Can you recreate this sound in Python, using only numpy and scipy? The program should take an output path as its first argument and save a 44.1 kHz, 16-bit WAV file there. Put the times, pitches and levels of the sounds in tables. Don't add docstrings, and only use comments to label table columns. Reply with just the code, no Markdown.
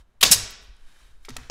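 import sys
import numpy as np
from scipy import signal
from scipy.fft import rfft, irfft
from scipy.io import wavfile
from scipy.ndimage import uniform_filter1d

SR = 44100
rng = np.random.default_rng(int(sys.argv[2]) if len(sys.argv) > 2 else 0)


def bounce(signal):
    frames = np.transpose(np.atleast_2d(signal))
    limited = np.clip(frames, -1, 1)
    pcm = np.round(limited * 32767).astype(np.int16)
    wavfile.write(sys.argv[1], SR, pcm)


def volts_from_db(level):
    exponent = np.asarray(level, float) / 20
    return 10 ** exponent


N = 66150

# t/s, rise/s, hold/s, t60/s, level/dB
VALVE_BURST = (.2078, .005, .002, .045, -21)
LEAK_BURST = (.3055, .001, .007, .03, -29)
BLOW_BURST = (.2266, .003, .006, .04, -5.5)
CHAMBER_BURST = (.247, .003, .015, .17, -19)
EXHAUST_BURST = (.3128, .0006, .011, .07, -6.5)
SIGH_BURST = (.321, .005, .007, .08, -14)
PUFF_BURST = (.58, .04, .02, .2, -69)
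SETTLE_BURST = (1.375, .01, .08, .6, -59)
REST_BURST = (1.305, .006, .045, .15, -57)
NEAR_BURST = (1.21, .02, .015, .05, -70)

# f/Hz, density/dB per Hz
VALVE_SPECTRUM = [(200, -26), (1000, -15), (2000, -9), (2900, 0), (4300, -4), (6200, -12), (10900, -6),
                  (16000, -14)]
BLOW_SPECTRUM = [(100, -32), (200, -19), (1100, -13), (1900, -11), (2800, -3), (3900, -2), (5500, -7),
                 (16000, -20)]
CHAMBER_SPECTRUM = [(150, -20), (300, -12), (2300, -13), (3600, -5), (5000, -4), (7000, -5), (7800, -12),
                    (16000, -32)]
EXHAUST_SPECTRUM = [(200, -36), (400, -30), (1100, -21), (3200, -14), (4400, -12), (5700, -5), (10700, -6),
                    (16000, -19)]
SIGH_SPECTRUM = [(300, -22), (1500, -15), (2900, -10), (4100, -7), (5300, -7), (6500, -5), (10000, -12),
                 (16000, -28)]
PUFF_SPECTRUM = [(1000, -30), (4000, -6), (8000, 0), (12000, -3), (16000, -12)]
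SETTLE_SPECTRUM = [(200, -14), (900, -5), (1410, 0), (1840, -2), (2600, -13), (4450, -10), (6500, -13),
                   (9000, -32)]
REST_SPECTRUM = [(300, -14), (1200, -5), (2500, -6), (4500, -4), (6500, -6), (8000, -20), (16000, -40)]
SWISH_SPECTRUM = [(120, -38), (200, -8), (450, -10), (1560, -4), (3400, -9), (6000, -12), (10700, -15),
                  (16000, -36)]
SHOP_SPECTRUM = [(50, -14), (100, -4), (150, -9), (400, -15), (1100, -18), (2000, -26), (4000, -33),
                 (16000, -45)]
SWAY_SPECTRUM = [(2, -6), (6, 0), (18, 0), (28, -14), (45, -50), (200, -120)]
RUMBLE_SPECTRUM = [(15, -40), (28, 0), (50, -2), (68, -14), (90, -45), (300, -120)]

# f/Hz, width/Hz, level/dB
HOUSING_PEAKS = [(2800, 120, -5), (3920, 160, 0), (5370, 450, -5), (6830, 120, -6), (7550, 99, -10),
                 (9720, 130, -10), (11600, 130, -14)]
CAP_PEAKS = [(5800, 120, -2), (7420, 60, -8), (8240, 110, -2), (10600, 120, 0), (12000, 60, -10),
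             (13700, 100, -12)]
CYLINDER_PEAKS = [(2880, 60, -6), (3950, 60, -2), (5300, 90, -5), (6450, 70, 0)]
HOSE_PEAKS = [(1600, 180, 0), (2300, 200, -9), (3050, 160, -3), (3680, 160, -4)]

# f/Hz, level/dB, t60/s
BOX_MODES = [(50, -10, .4), (104, -12, .3), (185, -6, .12), (245, -1, .1), (425, 3, .06), (720, 3, .08),
             (1125, 10, .08), (1384, -3, .085), (1707, 1, .1), (2062, 4, .07)]
TOOL_MODES = [(750, -7, .025), (1310, -1, .035), (1890, 1, .03), (2540, -2, .028), (3670, -7, .025),
              (4430, -6, .025), (5140, -4, .025), (6300, -3, .022)]

# t/s, length/s, f/Hz, level/dB, glide/share of f
WHISTLES = [
    (.2285, .007, 2800, -12, -.03),
    (.229, .008, 5400, -15, 0.01),
    (.233, .009, 3900, -13, .02),
    (.2525, .014, 3700, -27, .02),
    (.313, .009, 5800, -14, -.02),
    (.316, .012, 10600, -14, -.01),
    (.317, .012, 8300, -15, -.02),
    (.323, .013, 5350, -8, -.02),
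    (.327, .012, 3950, -19, .01),
    (.352, .014, 6300, -24, .02),
]
# t/s, f/Hz, level/dB, t60/s
THUMPS = [(0, 45, -44, .15), (.305, 180, -20, .06), (.28, 50, -30, .3), (.35, 100, -32, .3),
          (.262, 105, -30, .15), (.4, 105, -43, .3), (.39, 200, -40, .08), (.42, 48, -36, .25),
          (.62, 40, -46, .15), (.68, 45, -40, .15), (.69, 190, -58, .1), (1.09, 60, -46, .12),
          (1.09, 105, -56, .2), (1.295, 250, -36, .12), (1.284, 400, -37, .05), (1.31, 120, -38, .2),
          (1.365, 420, -42, .04), (1.38, 250, -44, .16), (1.4987, 560, -10, .006), (1.3645, 700, -28, .012),
          (1.37, 60, -39, .3), (1.41, 122, -44, .15)]
# t/s, level/dB, centre f/Hz, t60/s, spread/octaves
KNOCKS = [(.251, -16, 6000, .012, .8), (.5025, -48, 11000, .02, .4), (.5065, -42, 13000, .03, .5),
          (.517, -54, 11000, .03, .15), (.766, -59, 7500, .014, .45), (1.2493, -38, 3000, .02, .7),
          (1.2525, -46, 8000, .035, .8), (1.259, -51, 2800, .06, .8), (1.2845, -37, 1200, .035, 1.0),
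          (1.2882, -36, 4500, .03, .7), (1.2935, -36.5, 4000, .025, 1.4), (1.3035, -37.5, 3500, .025, 1.1),
          (1.365, -36, 1100, .03, 1.2), (1.3664, -26, 5800, .02, .85), (1.381, -46, 1500, .08, .9),
          (1.432, -50, 2500, .05, 1.1), (1.4988, -32, 2500, .02, 1.2), (1.4987, -27, 5700, .02, .3)]
# t/s, level/dB
TOOL_HITS = [
    (1.2493, -54),
    (1.259, -58),
    (1.2882, -49),
    (1.2935, -49),
    (1.3035, -50),
    (1.3666, -37),
    (1.369, -45),
    (1.395, -58),
    (1.401, -56),
    (1.4988, -36),
]
# f/Hz, t60/s, level/dB
SHOP_REVERB = [(130, .65, 0), (350, .8, 6), (700, .75, 1), (1300, .8, 2), (3500, .74, -2.5),
               (6000, .52, 0.5), (9000, .36, -2.5), (16000, .17, 0)]
# t/s, level/dB
SWISH_LEVEL = [(0, -63), (.05, -85), (.56, -85), (.63, -66), (.72, -74), (.82, -70), (.89, -63),
               (1.07, -63), (1.14, -70), (1.2, -72), (1.24, -70), (1.4, -61), (1.5, -65)]
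# t/s, sway level/dB, rumble level/dB
RUMBLE_LEVEL = [(0.0, -54, -48), (0.05, -61, -57), (0.188, -56, -62), (0.216, -44, -52), (0.296, -45, -39),
                (0.408, -52, -44), (0.434, -46, -40), (0.492, -50, -57), (0.71, -52, -47),
                (0.772, -47, -61), (0.83, -45, -56), (0.898, -47, -69), (1.022, -61, -52),
                (1.168, -43, -56), (1.382, -44, -46), (1.5, -48, -54)]


def evened(x):
    return x / np.sqrt(np.mean(x ** 2) + 1e-20)


def read(points, hz, column=1):
    table = np.transpose(points)
    return np.interp(np.log(hz + 1), np.log(table[0] + 1), table[column])


def add(mix, start_s, sound):
    part = mix[round(start_s * SR):][:len(sound)]
    part += sound[:len(part)]


def noise(spectrum, size):
    gain = volts_from_db(read(spectrum, np.fft.rfftfreq(size, 1 / SR)))
    return evened(irfft(rfft(rng.standard_normal(size)) * gain, size))


def resonate(x, hz, width_hz):
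    turn = np.exp(2j * np.pi * hz * np.arange(len(x)) / SR)
    pole = np.exp(-np.pi * width_hz / SR)
    return 2 * (turn * signal.lfilter([1 - pole], [1, -pole], x / turn)).real


def burst(row, spectrum, peaks=(), peaks_db=0):
    start_s, rise_s, hold_s, t60_s, level_db = row
    t = np.arange(16384) / SR
    decay = volts_from_db(-60 * np.maximum(t - rise_s - hold_s, 0) / t60_s)
    shape = np.minimum(t / rise_s, 1) ** 2 * decay
    grit_db = 1.8 * evened(uniform_filter1d(rng.standard_normal(len(t)), size=60))
    air = noise(spectrum, len(t))
    white = rng.standard_normal(len(t))
    if len(peaks):
        ringing = sum(volts_from_db(db) * evened(resonate(white, hz, 2.5 * width)) for hz, width, db in peaks)
        air = air + volts_from_db(peaks_db) * evened(ringing)
    return start_s, volts_from_db(level_db) * shape * volts_from_db(grit_db) * air


def ring(hz, level_db, t60_s):
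    t = np.arange(0, .6, 1 / SR)
    soft_start = np.minimum(t * hz / .7, 1)
    return volts_from_db(level_db - 60 * t / t60_s) * np.sin(2 * np.pi * hz * t) * soft_start


def nailer():
    out = np.zeros(N)
    add(out, *burst(VALVE_BURST, VALVE_SPECTRUM))
    add(out, *burst(BLOW_BURST, BLOW_SPECTRUM, HOUSING_PEAKS, peaks_db=-6))
    add(out, *burst(CHAMBER_BURST, CHAMBER_SPECTRUM))
    add(out, *burst(EXHAUST_BURST, EXHAUST_SPECTRUM, CAP_PEAKS, peaks_db=-7))
    add(out, *burst(SIGH_BURST, SIGH_SPECTRUM, CYLINDER_PEAKS, peaks_db=-6))
    add(out, *burst(LEAK_BURST, EXHAUST_SPECTRUM))
    add(out, *burst(PUFF_BURST, PUFF_SPECTRUM))
    box = sum(ring(*mode) for mode in BOX_MODES)
    add(out, BLOW_BURST[0] + .0004, volts_from_db(-25) * box)
    return out


def whistles():
    out = np.zeros(N)
    draws = rng.standard_normal((len(WHISTLES), 1024))
    for (start_s, length_s, hz, level_db, glide), z in zip(WHISTLES, draws):
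        u = np.arange(0, length_s, 1 / SR) / length_s
        waver = .02 * evened(uniform_filter1d(z, size=40))[:len(u)]
        pitch_hz = hz * (1 + glide * (u - .5) + waver)
        tone = np.sin(2 * np.pi * np.cumsum(pitch_hz) / SR)
        add(out, start_s, volts_from_db(level_db) * np.sin(np.pi * u) * tone)
    return out


def thumps():
    out = np.zeros(N)
    for start_s, *mode in THUMPS:
        add(out, start_s, ring(*mode))
    return out


def knocks():
    out = np.zeros(N)
    size = 4096
    t = np.arange(size) / SR
    hz = np.fft.rfftfreq(size, 1 / SR) + 1
    draws = rng.standard_normal((len(KNOCKS), size))
    for (start_s, level_db, centre_hz, t60_s, spread_oct), z in zip(KNOCKS, draws):
        bell = np.exp(-(np.log2(hz / centre_hz) / spread_oct) ** 2 / 2) / np.sqrt(hz)
        crackle = evened(irfft(rfft(z) * bell, size))
        add(out, start_s, crackle * np.minimum(t / .0003, 1) * volts_from_db(level_db - 60 * t / t60_s))
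    return out


def clacks():
    out = np.zeros(N)
    draws = rng.standard_normal((len(TOOL_HITS), len(TOOL_MODES)))
    for (start_s, hit_db), z in zip(TOOL_HITS, draws):
        clack = 0
        for (hz, db, t60_s), v in zip(TOOL_MODES, z):
            clack = clack + np.sign(v) * ring(hz * (1 + .015 * v), hit_db + db + 2.5 * v, t60_s)
        add(out, start_s, clack)
    add(out, *burst(SETTLE_BURST, SETTLE_SPECTRUM))
    add(out, *burst(REST_BURST, REST_SPECTRUM))
    add(out, *burst(NEAR_BURST, PUFF_SPECTRUM))
    return out


def shop(x):
    taps = np.zeros(SR + SR // 4)
    at = np.arange(0, len(taps) - 20, 20)
    taps[at + rng.integers(0, 20, len(at))] = rng.choice([-1., 1.], len(at))
    first_echo_s = .012
    taps[:round(first_echo_s * SR)] = 0
    hz, t, z = signal.stft(taps, SR, nperseg=256)
    t60_s = read(SHOP_REVERB, hz)[:, None]
    level_db = read(SHOP_REVERB, hz, column=2)[:, None]
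    tail = signal.istft(z * volts_from_db(level_db - 60 * t / t60_s), SR, nperseg=256)[1]
    return signal.fftconvolve(x, tail / np.linalg.norm(tail))[:N]


def hose():
    t = np.arange(N) / SR
    flicker = volts_from_db(evened(uniform_filter1d(rng.standard_normal(N), size=500)))
    white = rng.standard_normal(N)
    ridges = evened(sum(volts_from_db(db) * resonate(white, hz, width) for hz, width, db in HOSE_PEAKS))
    level = volts_from_db(np.interp(t, *np.transpose(SWISH_LEVEL)))
    return (noise(SWISH_SPECTRUM, N) + volts_from_db(-1.5) * ridges) * flicker * level


def rumble():
    t = np.arange(N) / SR
    s, sway_db, rumble_db = np.transpose(RUMBLE_LEVEL)
    sway = noise(SWAY_SPECTRUM, N) * volts_from_db(np.interp(t, s, sway_db))
    return sway + noise(RUMBLE_SPECTRUM, N) * volts_from_db(np.interp(t, s, rumble_db) - 2.5)


def shop_air():
    return volts_from_db(-70) * noise(SHOP_SPECTRUM, N)


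def scene():
    gun = nailer()
    tones = whistles()
    small = knocks() + clacks()
    low = thumps()
    wet = shop(volts_from_db(-16.5) * gun + volts_from_db(-21) * tones + volts_from_db(-15) * small + volts_from_db(-20) * low)
    mix = gun + tones + small + low + wet + hose() + rumble() + shop_air()
    return mix[None]


def top_cut(x):
    return signal.sosfilt(signal.butter(12, 16620, fs=SR, output="sos"), x)


def record(dry):
    ceiling, edge_hz = .68, 15750
    limited = ceiling * np.tanh(dry / ceiling)
    lowpass = signal.firwin(255, edge_hz, window=("kaiser", 9), fs=SR)
    mix = signal.oaconvolve(limited, lowpass[None], "same")
    return top_cut(mix)


dry = scene()
out = record(dry)
bounce(out)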